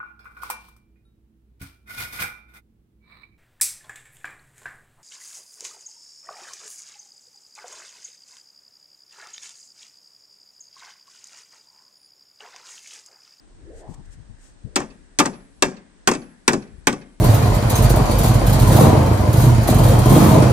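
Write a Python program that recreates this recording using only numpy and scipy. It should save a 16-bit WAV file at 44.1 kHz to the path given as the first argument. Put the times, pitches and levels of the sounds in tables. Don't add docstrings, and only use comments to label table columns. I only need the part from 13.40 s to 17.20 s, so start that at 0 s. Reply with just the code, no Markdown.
import sys
import numpy as np
from scipy import signal
from scipy.fft import rfft, irfft, next_fast_len
from scipy.io import wavfile
from scipy.ndimage import map_coordinates

SR = 44100
rng = np.random.default_rng(int(sys.argv[2]) if len(sys.argv) > 2 else 0)


def pcm_store(signal):
    levels = np.round(np.clip(np.atleast_2d(signal), -1, 1) * 32767)
    wavfile.write(sys.argv[1], SR, levels.astype(np.int16).T)


N = 167580
TIME = np.arange(N) / SR


def amp(db):
    return 10 ** (np.asarray(db) / 20)


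def unit(x):
    return x / np.sqrt(np.mean(x ** 2) + 1e-20)


def along(points, hz):
    f, *cols = np.transpose(points)
    return np.squeeze([np.interp(np.log(hz + 1), np.log(f + 1), c) for c in cols])


def curves(rows):
    s, *cols = np.transpose(rows)
    return [np.interp(TIME, s, c) for c in cols]


def bell(offset, width):
    return np.exp(-.5 * (offset / width) ** 2)


def wobble(rate):
    return map_coordinates(rng.standard_normal(int(N * rate / SR) + 4), [TIME * rate])


def filtered(x, response):
    size = next_fast_len(x.shape[-1] + 4096)
    return irfft(rfft(x, size) * response(np.fft.rfftfreq(size, 1 / SR)), size)[..., :x.shape[-1]]


def hiss(spectrum, size=N):
    gain = lambda hz: amp(along(spectrum, hz)) * (hz > .8 * spectrum[0][0]) * (hz < 1.05 * spectrum[-1][0])
    return unit(filtered(rng.standard_normal((2, size)), gain))


def port_noise(size):
    # f/Hz, share that only one port hears
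    own_share = [(100, 0.14), (300, 0.32), (1000, 0.65), (6000, 0.6), (15000, 0.3)]
    common, *own = rng.standard_normal((3, size))
    share = lambda hz: np.clip(along(own_share, hz), 0, 1)
    return filtered(common, lambda hz: np.sqrt(1 - share(hz) ** 2)) + filtered(np.array(own), share)


def ports(x):
    # f/Hz, left over right/dB
    tilt = [(60, 4), (160, 5.5), (300, 4), (700, 3.4), (2400, -0.5), (4400, -4), (6500, -3), (8300, 15.5),
            (9800, -0.5), (12000, 1.5)]
    # f/Hz, left lead/rad
    lead = [(60, 0.5), (300, -0.21), (700, -0.4), (1400, -2), (2500, -0.91), (5000, -1.73), (15000, -1.5)]
    sides = np.array([[.5], [-.5]])
    return filtered(x, lambda hz: amp(sides * along(tilt, hz)) * np.exp(1j * sides * along(lead, hz)))


def wind():
    # t/s, level/dB
    gusts = [(0.0, -56.5), (0.53, -49), (2.97, -62), (3.31, -54.5), (3.8, -57)]
    # f/Hz, level/dB
    rumble = [(12, -25), (20, -0.5), (32, 16), (103, -5.5), (200, -9), (260, -35.5), (440, -120)]
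    # t/s, relative level/dB, half-width/s, f/Hz, port (1 right, otherwise left); the pair near 2.25
    # s is a sub thump after the blow at 2.223 s
    bumps = [(0.243, -36, 0.093, 67, 0), (0.5, -23, 0.016, 148, 0), (0.602, -29.5, 0.022, 114, 0),
             (0.694, -28.5, 0.012, 61, 0), (0.786, -27.5, 0.028, 77.4, 0), (0.907, -25.5, 0.013, 70.4, 0),
             (0.941, -27.5, 0.0058, 66.4, 0), (1.248, -19.5, 0.007, 89, 0.42),
             (1.267, -21.5, 0.011, 111, 0), (1.32, -34, 0.02, 55, 0), (1.06, -37, 0.0097, 44, 1),
             (2.263, -18.5, 0.012, 68, 0), (2.248, -26, 0.011, 67.4, 1), (3.371, -29.5, 0.052, 55, 0)]
    flutter_db = 1.5 * np.array([wobble(8.8), wobble(5.7)])
    out = hiss(rumble) * amp(curves(gusts)[0] + [[5], [1.5]] + flutter_db)
    size = SR // 4
    for s, db, width, hz, port in bumps:
        bump = hiss([(20, -9), (hz, 0), (2.7 * hz, -14), (5 * hz, -40)], size)[0]
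        start = round(s * SR) - size // 2
        out[int(port), start:start + size] += amp(db - 8.5) * bump * bell(TIME[:size] - 1 / 8, width)
    return out


def garden():
    # f/Hz, level/dB
    air_spectrum = [(71, -16.5), (120, -17), (276, -11), (505, -21.5), (942, -24), (1350, -29), (1630, -29),
                    (1900, -35.5), (2420, -32), (7260, -35), (8280, -33), (9500, -38.5), (10100, -72),
                    (14300, -86), (22000, -120)]
    # t/s, level/dB
    drone_level = [(0.0, -67.5), (3.57, -68.5), (3.8, -93)]
    air = hiss(air_spectrum) * amp(-57.5 + 0.33 * wobble(7.8))
    drone = unit(filtered(rng.standard_normal((2, N)), lambda hz: bell(hz - 1732, width=300)))
    return ports(air + drone * amp(curves(drone_level)[0] + 2.6 * wobble(9.18)))


def sleeve_swish():
    # t/s, level/dB, centre f/Hz
    sweeps = [(.16, -63, 292), (.24, -54, 310), (.31, -42.5, 450), (.4, -51.5, 550), (.45, -46, 685),
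              (.51, -51.5, 770), (.56, -53, 830), (.64, -70, 750), (.68, -90, 800), (1.17, -86, 260),
              (1.21, -75, 254), (1.275, -50.5, 400), (1.33, -58.5, 420), (1.37, -51, 420)]
    width_octaves, low_hz, low_db = 0.36, 350, -2
    level_db, centre_hz = curves(sweeps)
    hz, t, spectra = signal.stft(port_noise(N), SR, nperseg=512)
    band = lambda centre: bell(np.log2((hz[:, None] + 1) / centre), width_octaves)
    spectra *= band(np.interp(t, TIME, centre_hz)) + amp(low_db) * band(low_hz)
    swish = unit(signal.istft(spectra, SR, nperseg=512)[1][:, :N])
    moving = (TIME > sweeps[0][0]) & (TIME < sweeps[-1][0])
    return swish * amp(level_db + 1.2 * wobble(35.1)) * moving


def cloth_rustles():
    # t/s, level/dB, rise/s, fall/s
    swells = [(0.402, -57, 0.038, 0.014), (.515, -60, 0.023, 0.025), (.545, -50.5, 0.0032, 0.0027),
              (.66, -62.5, 0.0075, .005), (.733, -56, 0.016, 0.013), (1.056, -57.5, 0.039, 0.039)]
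    # f/Hz, level/dB
    cloth = [(590, -47), (1000, -16), (1520, -1.5), (3890, -7), (8160, 3.5), (13800, -26.5), (16000, -31)]
    envelope = sum(amp(db) * bell(TIME - s, np.where(TIME < s, rise, fall)) for s, db, rise, fall in swells)
    return envelope * hiss(cloth) * amp([[3], [-1.5]])


def crack(t, colour, grit_db):
    click_t60, snap_t60 = 0.0041, 0.034
    click = filtered(port_noise(len(t)), lambda hz: 1 / (1 + (hz / 6500) ** 4))
    click *= amp(17 - 60 * t / click_t60)
    snap = port_noise(len(t)) * amp(-4.5 + grit_db - 60 * t / snap_t60)
    burst = (click + snap) * (1 - np.exp(-t / 0.00032))
    return filtered(burst, lambda hz: amp(along(colour, hz)) * hz ** 2 / (hz ** 2 + 1500 ** 2))


def sheet_boom(t, colour, grit_db):
    # f/Hz, level/dB, rise/s, t60/s, relative tail level/dB, tail t60/s
    bands = [(50, -25.5, 0.019, 0.25, -24.5, .8), (95, -29, 0.003, 0.18, -32, 0.32),
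             (176, -17.5, 0.005, 0.4, -8, 0.75), (290, -11.5, 0.0029, 0.2, -13, 0.48),
             (570, -11, 0.0021, 0.074, -13.5, 0.42), (1006.6, -4, 0.0025, 0.084, -22.5, 0.34),
             (2300, -2, 0.0013, 0.086, -35.5, 0.84), (3770, -11.5, 0.0023, 0.061, -31, 0.35),
             (6020, -11.5, 0.00058, 0.038, -19, 0.26), (9560, -25, .0005, 0.044, -16.5, 0.21),
             (10200, -1.5, 0.00039, 0.032, -22.5, 0.16), (15700, -6, .0005, 0.051, -14, .16)]
    ripple_db, ripple_hz = 4, 69.33
    hz = np.fft.rfftfreq(len(t), 1 / SR)
    ripple = map_coordinates(rng.standard_normal(4000), [hz / ripple_hz])
    spectrum = rfft(port_noise(len(t))) * amp(ripple_db * ripple * hz / (hz + 1200))
    centres = np.append(np.geomspace(50, 6000, num=14), [7500, 9000, 10200, 12500, 15500])
    band_index = np.interp(np.log(hz + 1), np.log(centres), np.arange(len(centres)))
    out = np.zeros((2, len(t)))
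    for k, centre in enumerate(centres):
        band = irfft(spectrum * np.cos(np.pi / 2 * np.clip(band_index - k, -1, 1)), len(t))
        band *= amp(grit_db * centre / (centre + 2500))
        db, rise, t60, tail_db, tail_t60 = along(bands, centre)
        attack = 1 - np.exp(-(t / rise) ** 2)
        decay = amp(-60 * t / t60) + amp(tail_db - 60 * t / tail_t60)
        out += amp(db + along(colour, centre)) * unit(band) * attack * decay
    return out


def panel_clang(t, colour):
    # f/Hz, level/dB, t60/s
    modes = [(173, -31.5, 0.25), (253.5, -14.5, .3), (364.6, -7.5, 0.22), (614, -18.5, 0.081),
             (780, -18.5, 0.15), (893, -11, 0.15), (1183, -19.5, 0.11), (1387, -0.5, 0.037),
             (1875, -12, 0.098), (2290, -18, 0.19), (2630, -5, 0.09)]
    spot_db = rng.normal(0, 2.57, len(modes))
    detune = rng.normal(1, .02)
    clang = sum(amp(db + shift_db + along(colour, hz) - 60 * t / t60) * np.sin(2 * np.pi * hz * detune * t)
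                for (hz, db, t60), shift_db in zip(modes, spot_db))
    return clang * (1 - np.exp(-t / 0.0016))


def deck_thump(t, boom_db):
    hz, t60, lag_s = 281.3, 0.048, 0.0024
    age = np.maximum(t - lag_s, 0)
    envelope = amp(boom_db + 8 - 60 * age / t60) * (1 - np.exp(-age / 0.0021))
    return envelope * np.sin(2 * np.pi * hz * age)


def hammer_blows():
    # t/s, treble/dB, boom/dB, middle/dB, upper/dB, air/dB
    contacts = [(1.3577, -10.5, -36, -24, -19.5, -47), (1.3606, -8.5, -18.5, -19, -23.5, -35),
                (1.3742, -39, -23, -25, -61, -63), (1.4014, -29, -37.5, -24.5, -51, -67.5),
                (1.415, -40.5, -32, -34.5, -39.5, -67), (1.7875, -5, -20.5, -18, -18, -28.5),
                (1.7948, -8.5, -14, -18.5, -20, -35.5), (1.8007, -10, -17, -8, -23, -33.5),
                (1.8527, -31, -37, -21.5, -30.5, -53.5), (1.8577, -15.5, -21, -23, -36, -48),
                (2.223, -3, -13, -10.5, -15.5, -31.5), (2.6737, -4.5, -14, -9.5, -18, -27.5),
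                (2.686, -16.5, -21, -21.5, -29, -47.5), (2.7139, -16, -21.5, -19, -31, -45.5),
                (2.735, -21, -42, -30, -37.5, -59), (2.75, -27, -24.5, -41.5, -35, -75),
                (3.0785, -4, -12.5, -11, -15, -29.5), (3.1037, -30.5, -21, -28.5, -37.5, -57.5),
                (3.1225, -27.5, -39.5, -27.5, -53.5, -53), (3.1319, -14.5, -18, -24.5, -31, -46.5),
                (3.1371, -35.5, -19.5, -27.5, -59.5, -59), (3.47, -5, -12.5, -12, -14.5, -28.5),
                (3.5266, -25.5, -26, -31, -37.5, -54)]
    colour_hz = 300, 1100, 2500, 6000, 9000, 10200
    onset_delay_s = 0.0004
    chatter_rate = 900
    t, out = TIME[:SR // 2], np.zeros((2, N + SR))
    for s, treble, boom, middle, upper, air in contacts:
        colour = list(zip(colour_hz, [boom, middle, upper, treble, treble, air]))
        grit_db = 2.5 * map_coordinates(rng.standard_normal(2000), [t * chatter_rate])
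        metal = crack(t, colour, grit_db) + sheet_boom(t, colour, grit_db) + panel_clang(t, colour)
        start = round((s + onset_delay_s) * SR)
        out[:, start:start + len(t)] += metal + deck_thump(t, boom)
    return out[:, :N]


def head_ring():
    # t/s, level/dB
    rings = [(1.362, -61.5), (1.795, -55), (1.87, -54.5), (2.224, -110), (2.675, -51), (3.078, -61.5),
             (3.14, -61), (3.473, -58.5)]
    hz, t60, waver_db = 10260, 1.1, 3
    envelope = np.zeros(N)
    for s, db in rings:
        envelope = np.where(TIME > s, amp(db - 60 * np.abs(TIME - s) / t60), envelope)
    return envelope * amp(waver_db * wobble(35)) * np.sin(2 * np.pi * hz * TIME + .6 * wobble(35))


def wall_echo(blows):
    delay_s, t60, top_hz = .143, .07, 6500
    t = TIME[:SR // 5]
    scatter = rng.standard_normal((2, len(t))) * amp(-60 * t / t60)
    delayed = np.pad(blows, ((0, 0), (round(delay_s * SR), 0)))[:, :N]
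    slap = signal.fftconvolve(delayed, scatter / np.linalg.norm(scatter[0]), axes=1)[:, :N]
    return amp(-34) * filtered(slap, lambda hz: 1 / (1 + (hz / top_hz) ** 6) * hz / (hz + 600))


def scene():
    blows = hammer_blows()
    hammer = ports(blows + head_ring() + wall_echo(blows))
    return wind() + garden() + sleeve_swish() + cloth_rustles() + hammer


def record(dry):
    ceiling, top_hz = .88, 16800
    clipped = dry / (1 + np.abs(dry / ceiling) ** 6) ** (1 / 6)
    return filtered(clipped, lambda hz: np.sin(np.pi / 2 * np.clip((top_hz - hz) / 600, 0, 1)) ** 2)


dry = scene()
out = record(dry)
pcm_store(out)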